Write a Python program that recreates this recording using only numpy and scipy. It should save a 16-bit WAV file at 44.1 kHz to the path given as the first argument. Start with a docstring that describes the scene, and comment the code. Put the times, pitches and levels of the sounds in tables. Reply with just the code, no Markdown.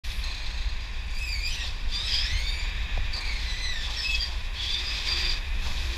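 """A heavy truck creeps out of a loading bay. Air hisses over the rumbling, clattering diesel, and a
brake shoe chatters. From 1 s the dragging brakes scrape, then stick and slip into rough, wavering
squeals that the yard walls throw back. A soft low thump comes, like a buffet of wind, then a hard
knock near 3 s; chatter and squeals return. From 4.5 s the brakes drop to a creak and a grind over the
humming drive line, and a last hiss of air comes as the engine swells."""
import sys
import numpy as np
from scipy import signal
from scipy.fft import rfft, irfft
from scipy.io import wavfile
from scipy.ndimage import uniform_filter1d

SR = 44100
rng = np.random.default_rng(int(sys.argv[2]) if len(sys.argv) > 2 else 0)


def store_wav(level_fs):
    """Save 16-bit WAV to argv[1]."""
    pcm = np.round(np.clip(np.atleast_2d(level_fs), -1, 1) * 32767)
    wavfile.write(sys.argv[1], SR, pcm.T.astype(np.int16))


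N = 263277
TIME = np.arange(N) / SR
BINS = np.fft.rfftfreq(N, 1 / SR)
FIRING_HZ, TOP_HZ = 28.09, 15350  # the diesel's pulse; the high cut of the mix


def amp(db):
    """Decibels to gain."""
    return 10 ** (np.asarray(db) / 20)


def unit(x):
    """Scales to rms 1."""
    return x / np.sqrt(np.mean(x ** 2) + 1e-20)


def curves(rows):
    """One automation curve for each column after the time, in straight ramps."""
    times, *columns = np.transpose(rows)
    return [np.interp(TIME, times, column) for column in columns]


def noise(gain):
    """Noise of rms 1 with the given gain in each bin."""
    return unit(irfft(rfft(rng.standard_normal(N)) * gain, N))


def eq_noise(points):
    """Noise of rms 1 shaped by an EQ curve."""
    hz, db = np.transpose(points)
    return noise(amp(np.interp(np.log(BINS + 1), np.log(hz + 1), db)))


def drift(hz):
    """Random modulation of rms 1, rolling off above the given rate."""
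    return noise(1 / (1 + (BINS / hz) ** 4))


def band(hz, width):
    """Noise ringing in one resonance."""
    return noise(1 / (1 + ((BINS - hz) / (0.55 * width)) ** 2))


def throb(hz, depth_db, wander):
    """Gain that jumps and dies away once a cycle, uneven in rate and depth."""
    turns = np.cumsum(hz * (1 + wander * drift(5.7))) / SR
    saw = uniform_filter1d(.5 - turns % 1, size=350)
    return unit(amp(depth_db * saw * (1 + .4 * drift(12))))


# the diesel's low bed, swelling as it pulls: t/s, level/dB
RUMBLE_LEVEL = [(0, -32), (.55, -32.5), (.8, -33.5), (1.2, -32), (1.8, -30), (2.2, -31), (2.65, -30.5),
                (2.9, -26.5), (3.25, -33), (3.65, -32), (4.4, -34.5), (4.95, -36), (5.25, -31),
                (5.5, -30.5), (5.68, -26), (5.97, -32.5)]
# its EQ, heavy in the sub bass: f/Hz, level/dB
RUMBLE_EQ = [(7.1, -30), (12, 2.5), (30, 4.5), (56, -2), (73, -6.5), (140, -29), (182, -24.5), (287, -39.5),
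             (330, -52), (430, -100), (730, -120)]
def rumble(trim_db):
    """The deep rumble of the diesel pulling."""
    return amp(curves(RUMBLE_LEVEL)[0] + trim_db) * eq_noise(RUMBLE_EQ)


# exhaust tones: multiple of the firing rate, level/dB
EXHAUST_ORDERS = [(1, -45.5), (2, -39), (3.4, -54.5), (6.3, -65.5)]
def exhaust():
    """The slow-running diesel throbs at multiples of its firing rate."""
    turns = np.cumsum(FIRING_HZ * (1 + .06 * drift(4))) / SR
    return np.sqrt(2) * sum(amp(db + 2 * drift(2.7)) * np.sin(2 * np.pi * (order * turns + rng.random()))
                            for order, db in EXHAUST_ORDERS)


# roar of the block as the cab passes: t/s, level/dB
ROAR_LEVEL = [(0.06, -54.5), (0.32, -50), (1.34, -53), (1.82, -50.5), (3.2, -49), (4.65, -51), (5.18, -46),
              (5.48, -50), (5.97, -48)]
# its midrange EQ: f/Hz, level/dB
ROAR_EQ = [(160, -1), (270, -4), (313, -5), (355, -4.5), (442, -5), (594, -4.5), (674, -5.5), (1050, 1.5),
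           (1310, -10.5), (1450, -3), (1880, -5), (3190, -120)]
def roar(trim_db):
    """The engine block's roar gives the diesel its body."""
    return amp(curves(ROAR_LEVEL)[0] + trim_db) * eq_noise(ROAR_EQ)


# clatter of the diesel as the cab passes: t/s, level/dB
CLATTER_RIDE = [(0, -44), (.33, -41.5), (1.0, -45.5), (1.9, -45.5), (2.25, -36), (2.45, -43.5), (2.7, -38),
                (3.3, -41), (4.45, -45), (5.25, -35), (5.45, -42), (5.97, -41)]
# its hard, bright EQ: f/Hz, level/dB
CLATTER_EQ = [(710, -68), (1200, -11), (1320, -22), (1790, -2), (2150, -6), (2490, 3), (2920, -11.5),
              (3800, -2.5), (4450, -35), (4890, -34), (5270, -29.5), (6940, -23.5), (8390, -41),
              (11200, -50), (15000, -40)]
# steady ringing of the metalwork: f/Hz, width/Hz, level/dB
METAL_RINGS = [(1054, 150, -68.5), (2672, 50, -59), (4770, 8.4, -60), (7000, 55, -85.5)]
def clatter():
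    """The diesel's metallic edge: bright noise and ringing metalwork."""
    rattle = amp(curves(CLATTER_RIDE)[0]) * eq_noise(CLATTER_EQ)
    return rattle + sum(amp(db) * band(hz, width) for hz, width, db in METAL_RINGS)


# hum of the drive line: t/s, f/Hz, level/dB
DRIVE_HUM = [(4.3, 343.5, -79), (4.6, 340, -65), (4.8, 351, -55.5), (5.05, 357, -60.5), (5.25, 364, -48),
             (5.4, 360, -74), (5.7, 351, -74), (5.85, 346, -52.5), (5.97, 347, -49)]
def drive_line():
    """The drive line under load sings one wavering tone."""
    hz, db = curves(DRIVE_HUM)
    level = amp(db + 2.7 * drift(12.5))
    turns = np.cumsum(hz * (1 + 0.022 * drift(25.6))) / SR
    return np.sqrt(2) * level * np.sin(2 * np.pi * turns)


# puffs of air at the head and tail: t/s, hiss level/dB, whistle level/dB
AIR_LEVELS = [(0, -43, -59), (.2, -60, -55), (.32, -59, -75.5), (5.58, -68, -66.5), (5.64, -43, -60.5),
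              (5.97, -48.5, -62)]
# EQ of the hiss: f/Hz, level/dB
HISS_EQ = [(2000, -1), (4000, 9.5), (6800, 2.5), (8800, -17), (11500, -15), (15000, -22)]
def air():
    """Compressed air escapes from the brake system: a hiss with a thin, breathy top."""
    hiss_db, whistle_db = curves(AIR_LEVELS)
    return amp(hiss_db) * eq_noise(HISS_EQ) + amp(whistle_db) * band(hz=10800, width=3500)


# lurches of the truck: t/s, level/dB
LURCHES = [(.225, -47), (1.62, -47), (3.14, -44), (3.25, -52), (3.86, -43.5), (4.27, -48), (5.64, -42.5)]
# EQ of the bodywork: f/Hz, level/dB
PANEL_EQ = [(150, -25), (330, -8), (700, -3), (1050, 2.5), (1310, -6), (1800, -9), (3200, -40)]
def shudders(rise_s, t60):
    """Each lurch shakes the panels into a short dull rattle."""
    shake = np.zeros(N)
    for start, db in LURCHES:
        t = np.maximum(TIME - start, 0)
        shake += np.minimum(t / rise_s, 1) * amp(db - 60 * np.maximum(t - rise_s, 0) / t60)
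    return shake * eq_noise(PANEL_EQ)


# a soft low thump, then three modes that make one knock: t/s, f/Hz, t60/s, level/dB
THUMP_AND_KNOCK_MODES = [(2.325, 82.3, 0.15, -17), (2.974, 784, 0.014, -22), (2.976, 603, 0.014, -18.5),
                         (2.981, 81.5, 0.054, -10)]
def thump_and_knock():
    """A thump like a buffet of wind, then the trailer's one hard knock, all quickly damped rings."""
    out = np.zeros(N)
    for start, hz, t60, db in THUMP_AND_KNOCK_MODES:
        t = np.maximum(TIME - start, 0)
        attack = 1 - np.exp(-t * hz)
        out += attack * amp(db - 60 * t / t60) * np.sin(2 * np.pi * hz * t)
    return out


# light drag of the linings between grabs: t/s, level/dB
LINING_DRAG = [(0, -40), (.3, -44), (.7, -49), (3.1, -48.5), (5.97, -46)]
# the linings grab and let go: t/s, length/s, attack/s, release/s, level/dB
LINING_GRABS = [(1.376, 0.44, 0.17, 0.16, -37.5), (1.867, 0.48, 0.085, 0.1, -36),
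                (2.07, .21, 0.06, .11, -33.5), (2.2, 0.67, 0.079, 0.48, -40.5),
                (3.17, 0.61, 0.25, 0.23, -39), (3.597, .85, 0.32, 0.2, -36.5),
                (4.477, 0.93, 0.2, 0.069, -35), (5.04, 0.24, 0.063, 0.067, -32.5),
                (5.578, 0.94, .09, 0.41, -40)]
# EQ of the scrape: f/Hz, level/dB
SCRAPE_EQ = [(710, -23), (1200, -15), (1330, -33), (1830, -11.5), (1990, -6), (2460, -12), (2880, -7.5),
             (3420, 2.5), (4310, -3), (4790, -6.5), (5210, -4.5), (6110, -13.5), (7710, -20.5), (9620, -30),
             (15000, -35)]
def scrape(trim_db):
    """Dense tiny slips of the linings, in clumps, swelling with each grab."""
    power = amp(curves(LINING_DRAG)[0]) ** 2
    for start, length, attack, release, db in LINING_GRABS:
        ramps = np.minimum((TIME - start) / attack, (start + length - TIME) / release)
        power += (amp(db) * np.clip(ramps, 0, 1)) ** 2
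    clumps = unit(amp(.8 * drift(400) + 1.7 * drift(20)))
    return amp(trim_db) * np.sqrt(power) * clumps * eq_noise(SCRAPE_EQ)


# judder of a brake shoe: t/s, ring level/dB, grit level/dB
JUDDER_LEVELS = [(.22, -66, -80), (.24, -39.5, -57), (.45, -44.5, -60.5), (.62, -44, -63), (.8, -55, -68),
                 (1.05, -79, -67), (1.2, -86, -53), (3.12, -75, -97), (3.135, -43.5, -50.5),
                 (3.4, -43, -61), (3.55, -67.5, -67)]
# resonances of the shoe: f/Hz, width/Hz, relative level/dB
SHOE_MODES = [(4120, 480, 5.5), (6480, 270, -9.5), (7900, 400, -20)]
def chatter():
    """A shoe shaken by the engine rubs in quick bursts."""
    ring_db, grit_db = curves(JUDDER_LEVELS)
    ring = unit(sum(amp(db) * band(hz, width) for hz, width, db in SHOE_MODES))
    bursts = throb(FIRING_HZ, depth_db=14, wander=.08)
    return bursts * (amp(ring_db) * ring + amp(grit_db) * band(hz=6600, width=4500))


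# harsh accents from the brakes: t/s, length/s, f/Hz, width/Hz, level/dB
BRAKE_CATCHES = [(1.505, .05, 3060, 200, -39), (1.535, 0.13, 2660, 200, -40), (2.23, 0.063, 1740, 250, -44),
                 (3.129, 0.074, 4640, 300, -33.5), (3.971, 0.053, 1846, 120, -41),
                 (3.987, 0.022, 4550, 300, -37), (4.142, 0.022, 4834, 700, -28.5),
                 (4.204, 0.047, 4750, 220, -33), (4.214, 0.053, 1900, 100, -42.5)]
def catches():
    """The brakes catch in brief screeches too rough to hold a pitch."""
    out = np.zeros(N)
    for start, length, hz, width, db in BRAKE_CATCHES:
        envelope = np.interp(TIME - start, [0, .006, length * 0.79, length], [0.026, 1, 1, 0])
        out += amp(db) * envelope * band(hz, width)
    return out


def yard(x, t60, wet_db):
    """Sparse echoes from ground, trailer and walls."""
    t = np.arange(SR // 2) / SR
    taps = rng.standard_normal(len(t)) * (rng.random(len(t)) < 1500 / SR)  # about 1500 echoes a second
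    taps *= (t > .003) * amp(-60 * t / t60)
    echoes = signal.fftconvolve(x, taps / np.linalg.norm(taps))[:N]
    return (x + amp(wet_db) * echoes) / np.sqrt(1 + amp(2 * wet_db))


# resonances of the brake drum: f/Hz, width/Hz, send level/dB
DRUM_MODES = [(2583, 32, 9.5), (3720, 14, -23), (4727, 88, 2), (7310, 29, 2.5), (7700, 36, -3),
              (11440, 100, -7)]
def drum(x):
    """The drum rings on at its own modes when the rubbing passes them."""
    return x + sum(amp(db) * signal.lfilter(*signal.iirpeak(hz, hz / width, fs=SR), x)
                   for hz, width, db in DRUM_MODES)


# squeal timbres by name: rasp share (held to 0.05-0.9), relative level/dB of partials 1 to 6
BRAKE_VOICES = { "whistle": (0.26, 0.5, -1, -11.5, -20, -21, -27),
                "hollow": (0.2, -3.5, 0, -12, -19.5, -35.5, -36.5),
                "screech": (0.1, -18, -13, 3.5, 0, -15, -17), "shriek": (0.8, -17, 1.5, 4.5, -31, -24, -42),
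                "bright": (.28, 2, 1, -7, -16, -27, -25), "octave": (-0.2, -22, 13, -14, -20, -25, -22),
                "hoarse": (1, 4.5, 0, -15, -22, -32, -34), "piercing": (-0.1, 5.5, -5, -12, -29, -26, -28),
                "pure": (-0.1, 3, -15, -32, -29, -40, -40), "creak": (0.8, -26, -11.5, 8, -1.5, -13.5, -23),
                "grind": (.9, -14, -6, -3, 1, -28, -26), }
def stick_slip(hz, voice):
    """A lining sticks and slips along a pitch curve: trembling partials, each in a skirt of rasp."""
    count = len(hz)
    rasp, *partials_db = BRAKE_VOICES[voice]
    rasp = np.clip(rasp, .05, .9)
    hops = np.tanh(4 * drift(28)[:count])  # the pitch hops between neighbouring modes
    tremble = .0075 * drift(500)[:count] + .006 * drift(90)[:count] + .01 * hops
    turns = np.cumsum(hz * (1 + tremble)) / SR
    upper_db = partials_db[-1] - 5.5 * np.arange(1, 4)  # partials 7 to 9 roll off
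    partials = amp(np.r_[partials_db, upper_db])
    # uneven grip shakes the size and timing of every partial; the high ones come and go
    skirt = signal.hilbert(noise(1 / (1 + (BINS / 170) ** 2)))
    patches = drift(23.5)
    stack = np.zeros(count)
    for k, gain in enumerate(partials / np.linalg.norm(partials), 1):
        above, below, patch = (np.roll(v, rng.integers(N))[:count] for v in (skirt, skirt, patches))
        grip = np.sqrt(1 - rasp) + np.sqrt(rasp) * (above + below.conj()) / 2
        flicker = unit(amp(patch * np.minimum(k * hz / 1900, 6)))
        tone = (grip * np.exp(2j * np.pi * k * turns)).real
        stack += gain * flicker * (k * hz < TOP_HZ) * tone
    return np.sqrt(2) * stack


# squeal cues: t/s, length/s, crest as share of length, level/dB, first, middle and last f/Hz, voice
SQUEAL_CUES = [ (1.09, 0.15, 0.59, -43.5, 2350, 2353, 2577, "whistle"),
               (1.19, 0.22, 0.65, -34, 2570, 2428, 2112, "whistle"),
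               (1.39, .13, .6, -33.5, 2450, 2430, 2606, "whistle"),
               (1.495, 0.098, .3, -40.5, 3120, 2924, 2740, "whistle"),
               (1.56, 0.092, 0.76, -51, 2850, 2770, 2660, "whistle"),
               (1.55, 0.12, 0.51, -35.5, 2020, 1887, 1796, "hollow"),
               (1.915, .12, 0.39, -31.5, 1164, 1197, 1277, "screech"),
               (2.0, 0.1, 0.69, -32.5, 1240, 1287, 1302, "screech"),
               (2.07, .22, .36, -29.5, 1652, 1650, 1865, "shriek"),
               (2.25, .21, 0.44, -35, 1810, 2107, 2247, "bright"),
               (2.43, 0.29, 0.21, -39, 2250, 2320, 2330, "bright"),
               (2.31, 0.093, 0.71, -41, 1520, 1530, 1630, "octave"),
               (2.43, 0.11, 0.57, -35, 1750, 1816, 1783, "octave"),
               (3.17, 0.31, 0.42, -38.5, 2330, 2205, 1998, "hoarse"),
               (3.46, .11, 0.38, -35.5, 2086, 2000, 1968, "hollow"),
               (3.55, .24, 0.53, -33, 1973, 1999, 1763, "hollow"),
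               (3.73, .17, 0.11, -36.5, 1900, 1762, 1704, "hollow"),
               (3.961, .125, 0.32, -30.5, 2750, 2600, 2480, "octave"),
               (4.035, 0.1264, 0.54, -33, 2570, 2630, 2480, "piercing"),
               (4.081, 0.21, 0.21, -34, 3387, 3277, 3266, "pure"),
               (4.195, 0.0655, 0.38, -33, 2430, 2380, 2310, "octave"),
               (4.55, .26, 0.82, -29.5, 1091, 1140, 1212, "creak"),
               (4.79, .26, 0.28, -37, 1193, 1240, 1222, "grind"),
               (5.06, 0.142, 0.31, -30.5, 1175, 1182, 1180, "grind"),
               (5.16, .21, .45, -32.5, 1195, 1199, 1208, "grind"), ]
def squeals(swell_db):
    """The brakes sing out: each squeal glides on one arc, swells to its crest and fades."""
    out = np.zeros(N)
    for start, length, crest, db, *pitches, voice in SQUEAL_CUES:
        progress = np.linspace(0, 1, round(length * SR))
        hz = np.polyval(np.polyfit([0, .5, 1], pitches, 2), progress)
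        sag_db = swell_db * np.interp(progress, [0, crest, 1], [1, 0, 1]) ** 1.38
        envelope = amp(db - sag_db) * signal.windows.tukey(len(progress), .12)
        out += np.pad(envelope * stick_slip(hz, voice), (round(start * SR), N))[:N]
    return out


def scene():
    """Mono mix: brakes up front, the diesel underneath, its roar and clatter pulsing with the firing."""
    echoing = yard(squeals(swell_db=10.5), t60=.2, wet_db=-4.5)
    rubbing = amp(0.55) * echoing + scrape(trim_db=-1.5)
    brakes = drum(rubbing) + catches() + chatter()
    firing = throb(FIRING_HZ, depth_db=2, wander=0.033)
    diesel = rumble(trim_db=1) + firing * (roar(trim_db=1.5) + clatter()) + exhaust()
    bumps = shudders(rise_s=0.024, t60=0.48) + thump_and_knock()
    return (diesel + drive_line() + air() + bumps + brakes)[None]


def record(dry):
    """A moment of silence, a fast fade-in and a steep high cut."""
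    fade_in = np.clip((TIME - .036) / .012, 0, 1)
    high_cut = signal.firwin(511, TOP_HZ, window=("kaiser", 9), fs=SR)
    return signal.oaconvolve(dry * fade_in, high_cut[None], "same")


dry = scene()
out = record(dry)
store_wav(out)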